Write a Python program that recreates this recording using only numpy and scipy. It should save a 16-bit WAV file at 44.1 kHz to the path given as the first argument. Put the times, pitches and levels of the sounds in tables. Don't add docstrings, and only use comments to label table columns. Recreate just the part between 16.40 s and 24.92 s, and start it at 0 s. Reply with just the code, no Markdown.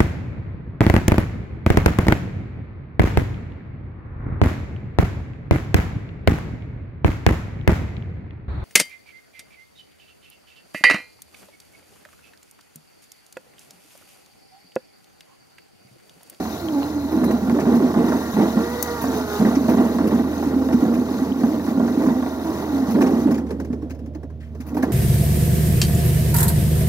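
import sys
import numpy as np
from scipy import signal
from scipy.fft import rfft, irfft, next_fast_len
from scipy.io import wavfile
from scipy.ndimage import map_coordinates

SR = 44100
rng = np.random.default_rng(int(sys.argv[2]) if len(sys.argv) > 2 else 0)


def dump(signal):
    limited = np.clip(np.atleast_2d(signal).T, -1, 1)
    pcm = np.round(limited * 32767).astype(np.int16)
    wavfile.write(sys.argv[1], SR, pcm)


def voltage_ratio(level):
    return 10 ** (np.asarray(level, float) / 20)


N = 375725
TOP_HZ = 15870


def unit(x):
    return x / np.sqrt(np.mean(x ** 2) + 1e-20)


def along(points, hz):
    f, v = np.transpose(points)
    return np.interp(np.log(hz + 1), np.log(f + 1), v)


def curves(rows):
    s, *cols = np.transpose(rows)
    return [np.interp(np.arange(N) / SR, s, c) for c in cols]


def wobble(rate):
    return map_coordinates(rng.standard_normal(int(N * rate / SR) + 4), [np.arange(N) * rate / SR])


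def filtered(x, response):
    m = next_fast_len(N + SR // 2)
    return irfft(rfft(x, m) * response(np.fft.rfftfreq(m, 1 / SR)), m)[..., :N]


def modes(table):
    def response(f):
        return sum((-1) ** k * voltage_ratio(db) * 1j * f * width / (hz * hz - f * f + 1j * f * width)
                   for k, (hz, width, db) in enumerate(table))
    return response


def colour(spectrum):
    return lambda hz: voltage_ratio(along(spectrum, hz))


def grains(lumpy_db, rate):
    return unit(voltage_ratio(lumpy_db * wobble(rate)) * rng.standard_normal(N))


def bursts(times, envelopes):
    out = np.zeros(N + SR)
    for s, e in zip(times, envelopes * rng.standard_normal(envelopes.shape)):
        out[round(s * SR):][:len(e)] += e
    return out[:N]


# (time [s], peak level [dB], frame note [Hz])
HOPS = [(0.352, -21, 275.9), (0.74, -16, 311), (0.771, -10.5, 249), (0.833, -11.5, 220), (1.023, -12, 215),
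        (1.082, -7.5, 232), (1.267, -11, 230), (1.34, -5.5, 238), (1.397, -12, 241), (1.566, -14.5, 219),
        (1.938, -16.5, 204), (1.999, -9.5, 206), (2.169, -4, 225), (2.638, -13.5, 255.7), (3.016, -9, 196),
        (3.081, -12, 217), (3.168, -4.5, 275), (3.24, -15, 228), (3.288, -4.5, 234.4), (3.392, -4, 246),
        (3.602, -9.5, 268), (3.659, -24, 220), (3.739, -7.5, 247), (3.845, -10, 260), (4.063, -10.5, 284),
        (4.108, -15, 280), (4.162, -7, 273), (4.342, -1.5, 238), (4.424, -4, 266), (4.462, -8, 225.8),
        (4.495, -12, 268), (4.71, -15, 279), (4.818, -8, 260.4), (4.915, -14, 255), (4.957, -15, 264),
        (5.036, -3, 242), (5.116, -15, 301), (5.278, -11, 278), (5.354, -24, 271.7), (5.426, -6, 238.6),
        (5.527, -30, 263), (5.574, -6, 262), (5.672, -5, 256.3), (5.705, -11.5, 230), (5.822, -13, 253),
        (5.972, -16, 270), (6.089, -16, 293), (6.484, -9, 219), (6.553, -19, 225), (6.734, -7.5, 232),
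        (6.819, -10, 245), (6.857, -6, 285), (6.915, -5.5, 250), (6.982, -16.5, 236), (7.302, -13, 242),
        (7.755, -22, 302), (8.199, -20.5, 245), (8.367, -11.5, 274)]
# (time [s], peak level [dB], frame note [Hz])
MORE_HOPS = [(.005, -16, 244), (.065, -19, 242), (.93, -13, 238), (1.125, -6, 239), (4.325, -7.5, 299.5),
             (4.586, -7.5, 250), (7.034, -13.5, 262), (7.327, -17.5, 246), (7.35, -23.5, 254),
             (7.428, -22, 300), (7.45, -22.5, 257), (7.512, -25, 262), (7.618, -25.5, 245), (7.64, -32, 246),
             (7.839, -26, 270), (7.675, -25, 274), (8.329, -15.5, 256), (8.431, -8.5, 257),
             (8.445, -11.5, 263.5)]


def landings():
    out, t = np.zeros(N + SR), np.arange(SR // 8) / SR
    for s, db, hz in [*HOPS, *MORE_HOPS]:
        ring = voltage_ratio(db + 6.5 - 60 * t / 0.068) * (1 - np.exp(-t / 0.0053))
        out[round(s * SR):][:len(t)] += ring * np.sin(2 * np.pi * hz * t)
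    return out[:N]


def damped():
    full_db, lead_s, t60 = -19, .006, .1
    grab, t = np.zeros(N + SR), np.arange(SR // 8) / SR
    for s, db, _ in [*HOPS, *MORE_HOPS]:
        grip = voltage_ratio(db - full_db - 60 * t / t60) * (1 - np.exp(-3 * t / lead_s))
        grab[max(round((s - lead_s) * SR), 0):][:len(t)] += grip
    return 1 / np.sqrt(1 + grab[:N] ** 2)


# (time [s], peak level [dB])
KNOCKS = [(0.052, -24), (0.42, -17), (0.834, -14), (0.88, -19), (1.098, -19), (1.139, -44), (1.187, -13),
          (1.254, -20), (1.393, -26), (1.541, -14), (1.721, -10), (1.805, -19), (1.931, -21), (1.993, -12),
          (2.167, -14.5), (2.641, -12.5), (3.046, -13), (3.284, -10), (3.367, -23), (3.586, -11.5),
          (3.68, -35), (3.708, -22), (3.837, -20), (4.026, -17), (4.212, -22), (4.288, -15), (4.452, -16.5),
          (4.554, -19), (5.034, -14.5), (5.197, -19), (5.266, -16), (5.398, -15), (5.479, -15.5),
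          (5.659, -16.5), (5.684, -15), (5.825, -13.5), (5.862, -18.5), (6.047, -20), (6.264, -22),
          (6.544, -22.5), (6.585, -28), (6.608, -5), (6.641, -15), (6.872, -20), (6.91, -14.5),
          (6.981, -22.5), (7.303, -33), (7.753, -31.5), (8.369, -14.5), (8.431, -7.5)]
# (time [s], rattle level [dB], shell jar level [dB])
COAST = [(7.066, -46, -46), (7.0898, -51, -39), (7.1064, -40.5, -31), (7.2002, -41, -36.5),
         (7.248, -45.5, -48), (7.3146, -60, -57), (7.3293, -47, -39), (7.422, -53, -44),
         (7.498, -47.5, -50), (7.5066, -40, -57), (7.5478, -54, -57), (7.5906, -53, -52), (7.66, -52, -54),
         (7.736, -63, -63), (7.7485, -49.5, -46.5), (7.8316, -56, -44.5), (7.9015, -64, -48.5),
         (8.1495, -53, -47)]
COAST_JAR_DB = 7
# (frequency [Hz], width [Hz], level [dB])
FRAME = [(202.7, 69, -2.5), (245, 56.9, 1.5), (316.7, 46.8, -2.5), (420, 118, -7.5), (496, 173, -13)]
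# (frequency [Hz], width [Hz], level [dB])
SHELL = [(644, 79, 3.5), (821, 47, 4.5), (875, 90, 1), (1153, 217, -4), (1385, 97, -7.5), (1794, 416, -8),
         (1968, 180, -11)]


def jars():
    knock_db, crack_db, crack_t60, frame_db = -4, 8, .008, 1
    t = np.arange(SR // 8) / SR
    events = [(s, db + knock_db) for s, db in KNOCKS] + [(s, db + COAST_JAR_DB) for s, _, db in COAST]
    s, db = np.transpose(events)[..., None]
    blows = bursts(s[:, 0], voltage_ratio(db + 6.5 - 60 * t / 0.098) * (1 - np.exp(-t / 0.00099)))
    cracks = np.zeros(N)
    cracks[np.round(s[:, 0] * SR).astype(int)] = voltage_ratio(db[:, 0] + crack_db + 19.0)
    cracks += bursts(s[:, 0], voltage_ratio(db + crack_db + 1.5 - 60 * t / crack_t60))
    shell = filtered(blows + cracks, modes(SHELL))
    body = filtered(cracks, modes([(746, 760, -10.5)]))
    return shell + body + voltage_ratio(frame_db) * filtered(blows, modes(FRAME[2:]))


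def caster_thuds():
    t = np.arange(SR // 8) / SR
    s, _, db = np.transpose(COAST)[..., None]
    fall = voltage_ratio(db + COAST_JAR_DB + 36.0 - 60 * t / 0.072)
    return filtered(bursts(s[:, 0], fall * (1 - np.exp(-t / 0.0017))), modes(FRAME[3:]))


def lifts():
    lift_s, lift_db = .015, -10
    t = np.arange(N) / SR
    s = np.array([s for s, _ in KNOCKS] + [np.inf])
    to_next = s[np.searchsorted(s, t)] - t
    return voltage_ratio(lift_db * np.clip(2 - 2 * to_next / lift_s, 0, 1))


# (time [s], drumming level [dB], hold [s])
BITES = [(0, -19.5, 0.0079), (0.722, -18, 0.12), (0.824, -12, 0.086), (1.081, -13, 0.36),
         (1.564, -8.5, 0.05), (1.683, -15.5, 0.066), (1.971, -7.5, 0.066), (2.16, -10, 0.0089),
         (2.623, -25.5, 0.17), (3.005, -8, 0.07), (3.288, -12.5, 0.018), (3.381, -15, 0.019),
         (3.592, -13, 0.15), (4.111, -23, 0.067), (4.312, -9.5, 0.014), (4.433, -18.5, 0.13),
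         (5.019, -19, 0.026), (5.376, -16, 0.06), (5.574, -17, 0.13), (6.55, -10, 0.13),
         (6.747, -21, 0.041), (6.859, -11, 0.073), (7.302, -37, 0.029), (8.355, -16, 0.13)]


def bites():
    attack_s, release_db_per_s = 0.0091, 176
    out, t = np.zeros(N), np.arange(N) / SR
    for s, db, hold in BITES:
        fall = voltage_ratio(db - release_db_per_s * np.clip(t - s - hold, 0, None))
        out += fall * np.clip((t - s) / attack_s + 1, 0, 1)
    return out


def tread_drum():
    ring = modes(FRAME)
    return unit(filtered(grains(lumpy_db=1.0, rate=32), lambda f: ring(f) * f ** 2 / (f ** 2 + 15.0 ** 2)))


# (frequency [Hz], level [dB per Hz])
SCRUB = [(100, -2), (300, 26.5), (500, 13.5), (800, -25), (1600, 7.5), (2300, -4), (3000, -81)]


def gravel_scrub():
    gravel = grains(lumpy_db=1.0, rate=70)
    direct = unit(filtered(gravel, colour(SCRUB)))
    return unit(direct + voltage_ratio(-1.5) * unit(filtered(gravel, modes(SHELL))))


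# (frequency [Hz], level [dB per Hz])
GRIT = [(2400, 3), (3530, -1), (3680, 6), (4600, 3), (6400, 1.5), (7200, -1), (8500, -10), (11000, -1.5),
        (13500, 2), (15800, -4.5)]
# (frequency [Hz], width [Hz], level [dB])
CHAIN = [(3688, 38, 9), (4090, 23, 4.5), (6050, 130, 5), (6490, 60, 4.5)]


def chain_grit():
    grit = filtered(grains(lumpy_db=0.5, rate=32), colour(GRIT))
    return unit(grit + voltage_ratio(-0.5) * filtered(rng.standard_normal(N), modes(CHAIN)))


# (frequency [Hz], width [Hz], level [dB])
CASE = (1400, 20, 0)


def motor_case():
    return unit(filtered(rng.standard_normal(N), modes([CASE])))


# (time [s], grip level [dB], spin level [dB], loose gravel level [dB])
WHEEL = [(0, -26.5, -41, -0.5), (.45, -25, -45, 0), (.8, -22, -43.5, -1), (1.5, -19, -44, -1),
         (1.9, -21, -39, -1), (2.3, -25, -39.5, -1), (2.96, -24.5, -39, -1.5), (3.3, -15.5, -43.5, -1),
         (4.7, -18, -45.5, -2), (5.5, -16, -46, -2.5), (5.95, -21, -44, 1), (6.5, -18.5, -45, 0),
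         (6.83, -19.5, -45.5, -2), (7.0, -22.5, -65, 1), (7.2, -21.5, -74, -6), (8.04, -41.5, -78, -6),
         (8.28, -30.5, -62, -1), (8.52, -23.5, -56, -2)]


def wheel():
    grip_db, spin_db, gravel_db = curves(WHEEL)
    drum_db = 20 * np.log10(voltage_ratio(grip_db) + bites())
    scrub_db = -2.5 + gravel_db + 0.5 * drum_db + 0.42 * spin_db
    grit_db = spin_db - 0.082 * (drum_db - grip_db)
    jolt = wobble(14)
    drum = voltage_ratio(drum_db - 8.5 + 0.79 * jolt) * damped() * tread_drum()
    case = voltage_ratio(spin_db - 8 + 1.6 * wobble(5.0)) * motor_case()
    scrub = voltage_ratio(scrub_db + 1.2 * jolt) * lifts() * gravel_scrub()
    grit = voltage_ratio(grit_db + 1.4 * jolt) * chain_grit()
    return drum + case + scrub + grit


# (time [s], frequency [Hz], level [dB])
TOOTH = [
    [(0.85, 218, -17), (0.888, 220.2, -35), (0.914, 242, -21.5), (0.952, 236.4, -11), (0.978, 220, -39),
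     (1.03, 233, -21)],
    [(1.03, 272, -22), (1.084, 241.5, -18.5), (1.204, 309, -22), (1.266, 235.9, -18), (1.398, 232.7, -14.5),
     (1.53, 293, -34)],
    [(1.53, 233, -42), (1.566, 227.3, -20), (1.704, 240.3, -21), (1.716, 273.6, -27), (1.994, 220, -30),
     (2.2, 235.5, -24)],
    [(2.62, 245, -38), (2.678, 295.3, -20), (2.706, 247, -22.5), (2.882, 259.5, -33), (2.912, 327, -47),
     (2.95, 290, -44)],
    [(3.0, 204.5, -44), (3.022, 201.5, -16), (3.162, 261, -22.5), (3.418, 243.4, -22),
     (3.434, 223.5, -18.5), (3.55, 244, -29)],
    [(3.55, 240.6, -22.5), (3.728, 222.8, -17), (3.844, 236.5, -20), (3.88, 292, -22.5),
     (4.044, 294.7, -27.5), (4.1, 261, -31)],
    [(4.1, 272.4, -35), (4.164, 255.3, -20.5), (4.262, 264, -17.5), (4.338, 245.3, -22), (4.346, 255, -6.5),
     (4.4, 235, -42)],
    [(4.4, 227, -35), (4.428, 251, -13), (4.556, 234.1, -19), (4.572, 246.8, -22), (4.876, 267, -30.5),
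     (4.9, 241, -20)],
    [(4.9, 271.7, -29.5), (5.066, 245.7, -20), (5.094, 294.3, -27), (5.294, 278.7, -24.5),
     (5.478, 234.2, -18), (5.55, 255, -27)],
    [(5.55, 233.7, -35), (5.618, 271.4, -23), (5.708, 248.3, -19), (6.012, 281, -35.5), (6.048, 324, -35),
     (6.08, 326, -24)],
]
# (time [s], frequency [Hz], level [dB])
SURGE = [
    [(6.5, 245, -23.5), (6.568, 245.5, -19), (6.594, 314.9, -16.5), (6.632, 258.5, -19.5),
     (6.732, 267, -23), (6.784, 238, -16.5), (6.85, 267, -27)],
    [(6.85, 276, -40), (6.86, 272.3, -17), (6.94, 264.2, -16.5), (6.962, 281.5, -22.5),
     (7.002, 244.6, -28.5), (7.194, 281, -32), (7.25, 239, -31.5)],
    [(8.3, 264, -53), (8.322, 250.4, -31), (8.368, 267.6, -19.5), (8.402, 247.3, -27.5),
     (8.432, 261.5, -12), (8.49, 228, -29), (8.52, 230, -23)],
]


def laboured():
    out, waver, tear_db = np.zeros(N), 1 + .012 * wobble(35), 2.0 * wobble(40)
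    for rows in [*TOOTH, *SURGE]:
        s, hz, db = np.transpose(rows)
        n = np.arange(round(s[0] * SR), min(round(s[-1] * SR), N))
        turn = 2 * np.pi * np.cumsum(np.interp(n / SR, s, hz) * waver[n]) / SR
        fade = np.clip(np.minimum(n - n[0], n[-1] - n) / (.004 * SR), 0, 1)
        tone = np.sin(turn) + voltage_ratio(-17.0) * np.sin(2 * turn) + voltage_ratio(-21.5) * np.sin(3 * turn)
        out[n] += fade * voltage_ratio(np.interp(n / SR, s, db) + tear_db[n]) * tone
    return out


# (time [s], tooth rate [Hz], note level [dB], octave level [dB], upper multiples level [dB])
WHINE = [
    [(0, 382, -39, -35, -54), (.18, 353.4, -58, -45.5, -58), (.23, 336.7, -31, -44.5, -54),
     (.37, 280.2, -19.5, -38.5, -37), (.465, 287.2, -21, -44, -39), (.49, 300, -35, -51, -50),
     (.515, 304.4, -24.5, -50, -45), (.655, 276.6, -21.5, -45, -48), (.69, 305, -25, -44, -49),
     (.85, 329, -31, -52, -55)],
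    [(1.65, 446, -51, -42, -37), (1.85, 464, -54, -50, -32), (2.1, 472, -49, -56, -42),
     (2.21, 455.4, -31, -48, -32), (2.34, 490, -33, -43, -33), (2.5, 480.4, -31.5, -41, -30),
     (2.64, 461, -33, -36, -33), (2.8, 428.5, -32, -44, -33), (3, 411.6, -31.5, -38, -26.5)],
    [(6.08, 320, -31.5, -46, -33), (6.15, 335.4, -30.5, -52, -41), (6.22, 305.4, -27, -66, -43),
     (6.31, 306.1, -26.5, -48, -43), (6.36, 268, -21, -61, -48), (6.41, 270.3, -18, -50, -44),
     (6.5, 218, -30, -51, -58)],
]
# (multiple of tooth rate, level [dB], shell note [Hz], width [Hz], raggedness [rad])
OVERTONES = [(3, 4, 855, 110, .5), (2.5, -9, 1190, 200, .8), (3, -16, 1420, 160, .9),
             (3.5, -6, 1420, 110, .7), (4, -7, 1920, 170, 1.0)]


def whine():
    lead_s, fade_s = .043, .014
    out, t = np.zeros(N), np.arange(N) / SR
    unsteady = [(2 * wobble(22), wobble(160)) for _ in OVERTONES]
    waver = 1 + .0077 * wobble(40)
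    octave_db, octave_rad = 3 + 3 * wobble(30), .5 * wobble(160)
    note_db, note_rad = 2 + 3.2 * wobble(30), .35 * wobble(70)
    for rows in WHINE:
        start, end = rows[0][0], rows[-1][0]
        n = slice(max(round((start - lead_s) * SR), 0), round(end * SR))
        hz, note, octave, over_db = (c[n] for c in curves(rows))
        turn = 2 * np.pi * np.cumsum(hz * waver[n]) / SR
        fade = np.clip(np.minimum(t[n] - start + lead_s, end - t[n]) / fade_s, 0, 1)
        tone = voltage_ratio(note + note_db[n]) * np.sin(turn + note_rad[n])
        tone += voltage_ratio(octave + octave_db[n]) * np.sin(2 * turn + octave_rad[n])
        for (k, db, sings_hz, width, ragged), (swell_db, tear) in zip(OVERTONES, unsteady):
            boost = abs(modes([(sings_hz, width, 0)])(k * hz))
            tone += voltage_ratio(over_db + db + swell_db[n]) * boost * np.sin(k * turn + ragged * tear[n])
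        out[n] += fade * tone
    return out


# (time [s], frequency [Hz], level [dB])
SPROCKET = [(0, 4100, -57), (.6, 4090, -55), (.9, 4006, -48.5), (1.3, 4020, -76), (1.5, 4008, -90)]


def sprocket_squeal():
    hz, db = curves(SPROCKET)
    turn = 2 * np.pi * np.cumsum(hz) / SR
    return voltage_ratio(db + 2.6 * wobble(25.9)) * np.sin(turn + 0.43 * wobble(74))


# (time [s], peak level [dB], bright top level [dB])
RATTLES = [(0.7148, -41, 0), (0.839, -33, -2), (0.9077, -30.5, -12), (1.196, -28, -13), (1.35, -34, -8),
           (2.6144, -33.5, 2), (3.152, -30, -18), (3.291, -31, -5), (3.671, -33, -6), (4.3248, -30, -15),
           (4.538, -34.5, -9), (5.001, -36, -13), (5.664, -38, -10), (6.506, -35, -4), (6.6147, -24.5, -14),
           (6.663, -29, -18.5), (6.911, -33.5, -7), (6.9412, -32.5, -17), (6.976, -36, -16),
           (8.203, -39, -11), (8.265, -46, 1), (8.285, -42, -9), (8.344, -40, -5), (8.37, -36.5, -4),
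           (8.4246, -30, -9)]


def rattles():
    length, coast_top_db = 0.011, -17
    t = np.arange(SR // 8) / SR
    s, db, top_db = np.transpose([*RATTLES] + [(s, db, coast_top_db) for s, db, _ in COAST])[..., None]
    rise = np.where(np.arange(len(s)) < len(RATTLES), .5, .08)[:, None]
    swell = (t / length) ** rise * np.exp(-t / length)
    middle = bursts(s[:, 0], voltage_ratio(db + 3.5) * swell)
    top = bursts(s[:, 0], voltage_ratio(db + top_db + 8.0) * swell)
    scrape = colour([(700, 7), (1500, 7), (2500, 6.5), (3400, -8.0), (5000, 0.0), (6600, -1.5), (8000, -12)])
    return filtered(middle, scrape) + filtered(top, lambda hz: voltage_ratio(along(GRIT, hz)) * (hz > 8800))


# (time [s], peak level [dB], note [Hz], t60 [s])
STONES = [
    (0.286, -19, 2970, 0.003),
    (0.431, -21, 2650, 0.0032),
    (1.097, -22, 2160, .008),
    (3.155, -29, 5780, 0.031),
    (4.922, -25.5, 2800, 0.0067),
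]


def stones():
    out, t = np.zeros(N), np.arange(SR // 10) / SR
    for s, db, hz, t60 in STONES:
        out[round(s * SR):][:len(t)] += voltage_ratio(db - 60 * t / t60) * np.sin(2 * np.pi * hz * t)
    return out


# (time [s], peak level [dB], t60 [s])
SNAP = (2.4265, -14, 0.017)


def snap():
    (s, db, t60), t = SNAP, np.arange(SR // 10) / SR
    fall = voltage_ratio(db - 60 * t / t60) + voltage_ratio(db - 15 - 60 * t / 0.11)
    a, b = (bursts([s], fall[None]) for _ in range(2))
    pair = np.array([1.8 * a + .5 * b, .5 * a - 0.1 * b])
    return filtered(pair, colour([(600, -30), (1500, -11), (3000, -18.0), (6500, 2.5), (8500, -9.0),
                                  (12500, 3), (16600, -3.0), (17000, -60)]))


# (start [s], end [s], fade [s], level [dB], frequency [Hz], width [Hz])
ROLL = (7, 8, 0.2, -48, 560, 300)


def roll():
    (start, end, fade, db, hz, width), t = ROLL, np.arange(N) / SR
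    ring = modes([(hz, width, 0)])
    rumble = unit(filtered(grains(lumpy_db=3.0, rate=30), lambda f: ring(f) / (1 + (f / 760) ** 12)))
    return voltage_ratio(db) * np.clip(np.minimum(t - start, end - t) / fade, 0, 1) * rumble


# (time [s], level [dB], length [s])
PUFF = (8.0, -33, 0.036)


def scuff():
    (s, db, length), t = PUFF, np.arange(SR // 8) / SR
    dust = bursts([s], (voltage_ratio(db) * np.sqrt(t / length) * np.exp(-t / length))[None])
    grit = filtered(dust, lambda hz: voltage_ratio(along(GRIT, hz)) * (hz < TOP_HZ))
    return filtered(dust, modes([(1920, 550, 0.5)])) + voltage_ratio(-34.0) * grit


# (time [s], firing rate [Hz], level [dB])
DRONE = [(0.0, 80, -42), (0.09, 77.3, -43), (0.28, 78.3, -46.5), (0.66, 80.5, -38), (1.83, 75.85, -41.5),
         (3.7, 80.06, -36.5), (4.41, 78.4, -37), (4.48, 80.4, -41.5), (6.69, 79.1, -39.5),
         (7.17, 77.66, -34), (8.52, 78.1, -35.5)]
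# (multiple of firing rate, level [dB])
DRONE_ORDERS = [(1, -2), (2, -13.5), (3, -13.5), (4, -43), (5, -38)]


def drone():
    hz, db = curves(DRONE)
    turn = 2 * np.pi * np.cumsum(hz * (1 + 0.0033 * wobble(6.6))) / SR
    return sum(voltage_ratio(db + 5.5 + level + 0.19 * k ** .5 * wobble(3.9)) * np.sin(k * turn + k * k)
               for k, level in DRONE_ORDERS)


# (frequency [Hz], level [dB per Hz])
AIR = [(20, -44), (46, -12), (82, 2), (126, 4.5), (240, -21.5), (650, -15), (900, -43), (1800, -43),
       (3440, -44.5), (15500, -83)]


def air():
    a, b = rng.standard_normal((2, N))
    pair = np.array([a + 0.13 * b, a - 0.13 * b])
    floor = unit(filtered(pair, lambda hz: (hz < TOP_HZ) * voltage_ratio(along(AIR, hz))))
    return voltage_ratio(-42.5 + wobble(2.2)) * floor


# (frequency [Hz], left minus right level [dB])
PORTS = [(60, -6), (110, -4.5), (200, -2), (380, -2.5), (700, -5.5), (1290, -3.5), (2380, 3.5), (4400, 8.5),
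         (8120, 8), (15000, 7)]
# (frequency [Hz], share of power [0-1])
SCATTER = [(700, .005), (1400, .05), (2600, .25), (3300, .25), (4500, .65), (15000, .8)]
# (frequency [Hz], phase [rad])
SHADOW = [(700, 0), (1030, -.32), (1700, -.68), (2400, -.72), (3100, -.3), (4300, 0), (6500, .5)]


def ports(x):
    z = signal.stft(x, SR, nperseg=256, noverlap=192)[2]
    turns = np.exp(2j * np.pi * rng.random((2, *z.shape)))
    scattered = 2 * signal.istft(z * turns, SR, nperseg=256, noverlap=192)[1][:, :N]
    share = lambda hz: along(SCATTER, hz)
    both = filtered(x, lambda hz: np.sqrt(1 - share(hz)))
    both = both + filtered(scattered, lambda hz: np.sqrt(share(hz)) * (hz > 500))
    t = np.arange(SR // 20) / SR
    tail = rng.standard_normal(len(t)) * voltage_ratio(-60 * t / 0.088)
    echo = signal.fftconvolve(both, tail[None] / np.linalg.norm(tail), axes=1)[:, :N]
    both = both + voltage_ratio(-10) * filtered(echo, lambda hz: hz ** 2 / (hz ** 2 + 2500. 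** 2))
    side, lag_s = np.array([[1], [-1]]), 8 / SR

    def port(hz):
        band = (hz < TOP_HZ) * hz ** 2 / (hz ** 2 + 31.0 ** 2)
        delay = np.exp(-1j * side * (np.pi * hz * lag_s + along(SHADOW, hz) / 2))
        return band * voltage_ratio(side * along(PORTS, hz) / 2) * delay
    return filtered(both, port)


def scene():
    kart = wheel() + damped() * laboured() + whine() + sprocket_squeal()
    kart += landings() + jars() + caster_thuds() + rattles() + roll()
    return ports(kart + stones() + scuff() + drone()) + snap() + air()


def band_limit(x):
    return signal.sosfilt(signal.butter(12, 17010, fs=SR, output="sos"), x)


def record(dry):
    soft = dry / (1 + np.abs(dry / 1.1) ** 4) ** (1 / 4)
    return band_limit(soft)


dry = scene()
out = record(dry)
dump(out)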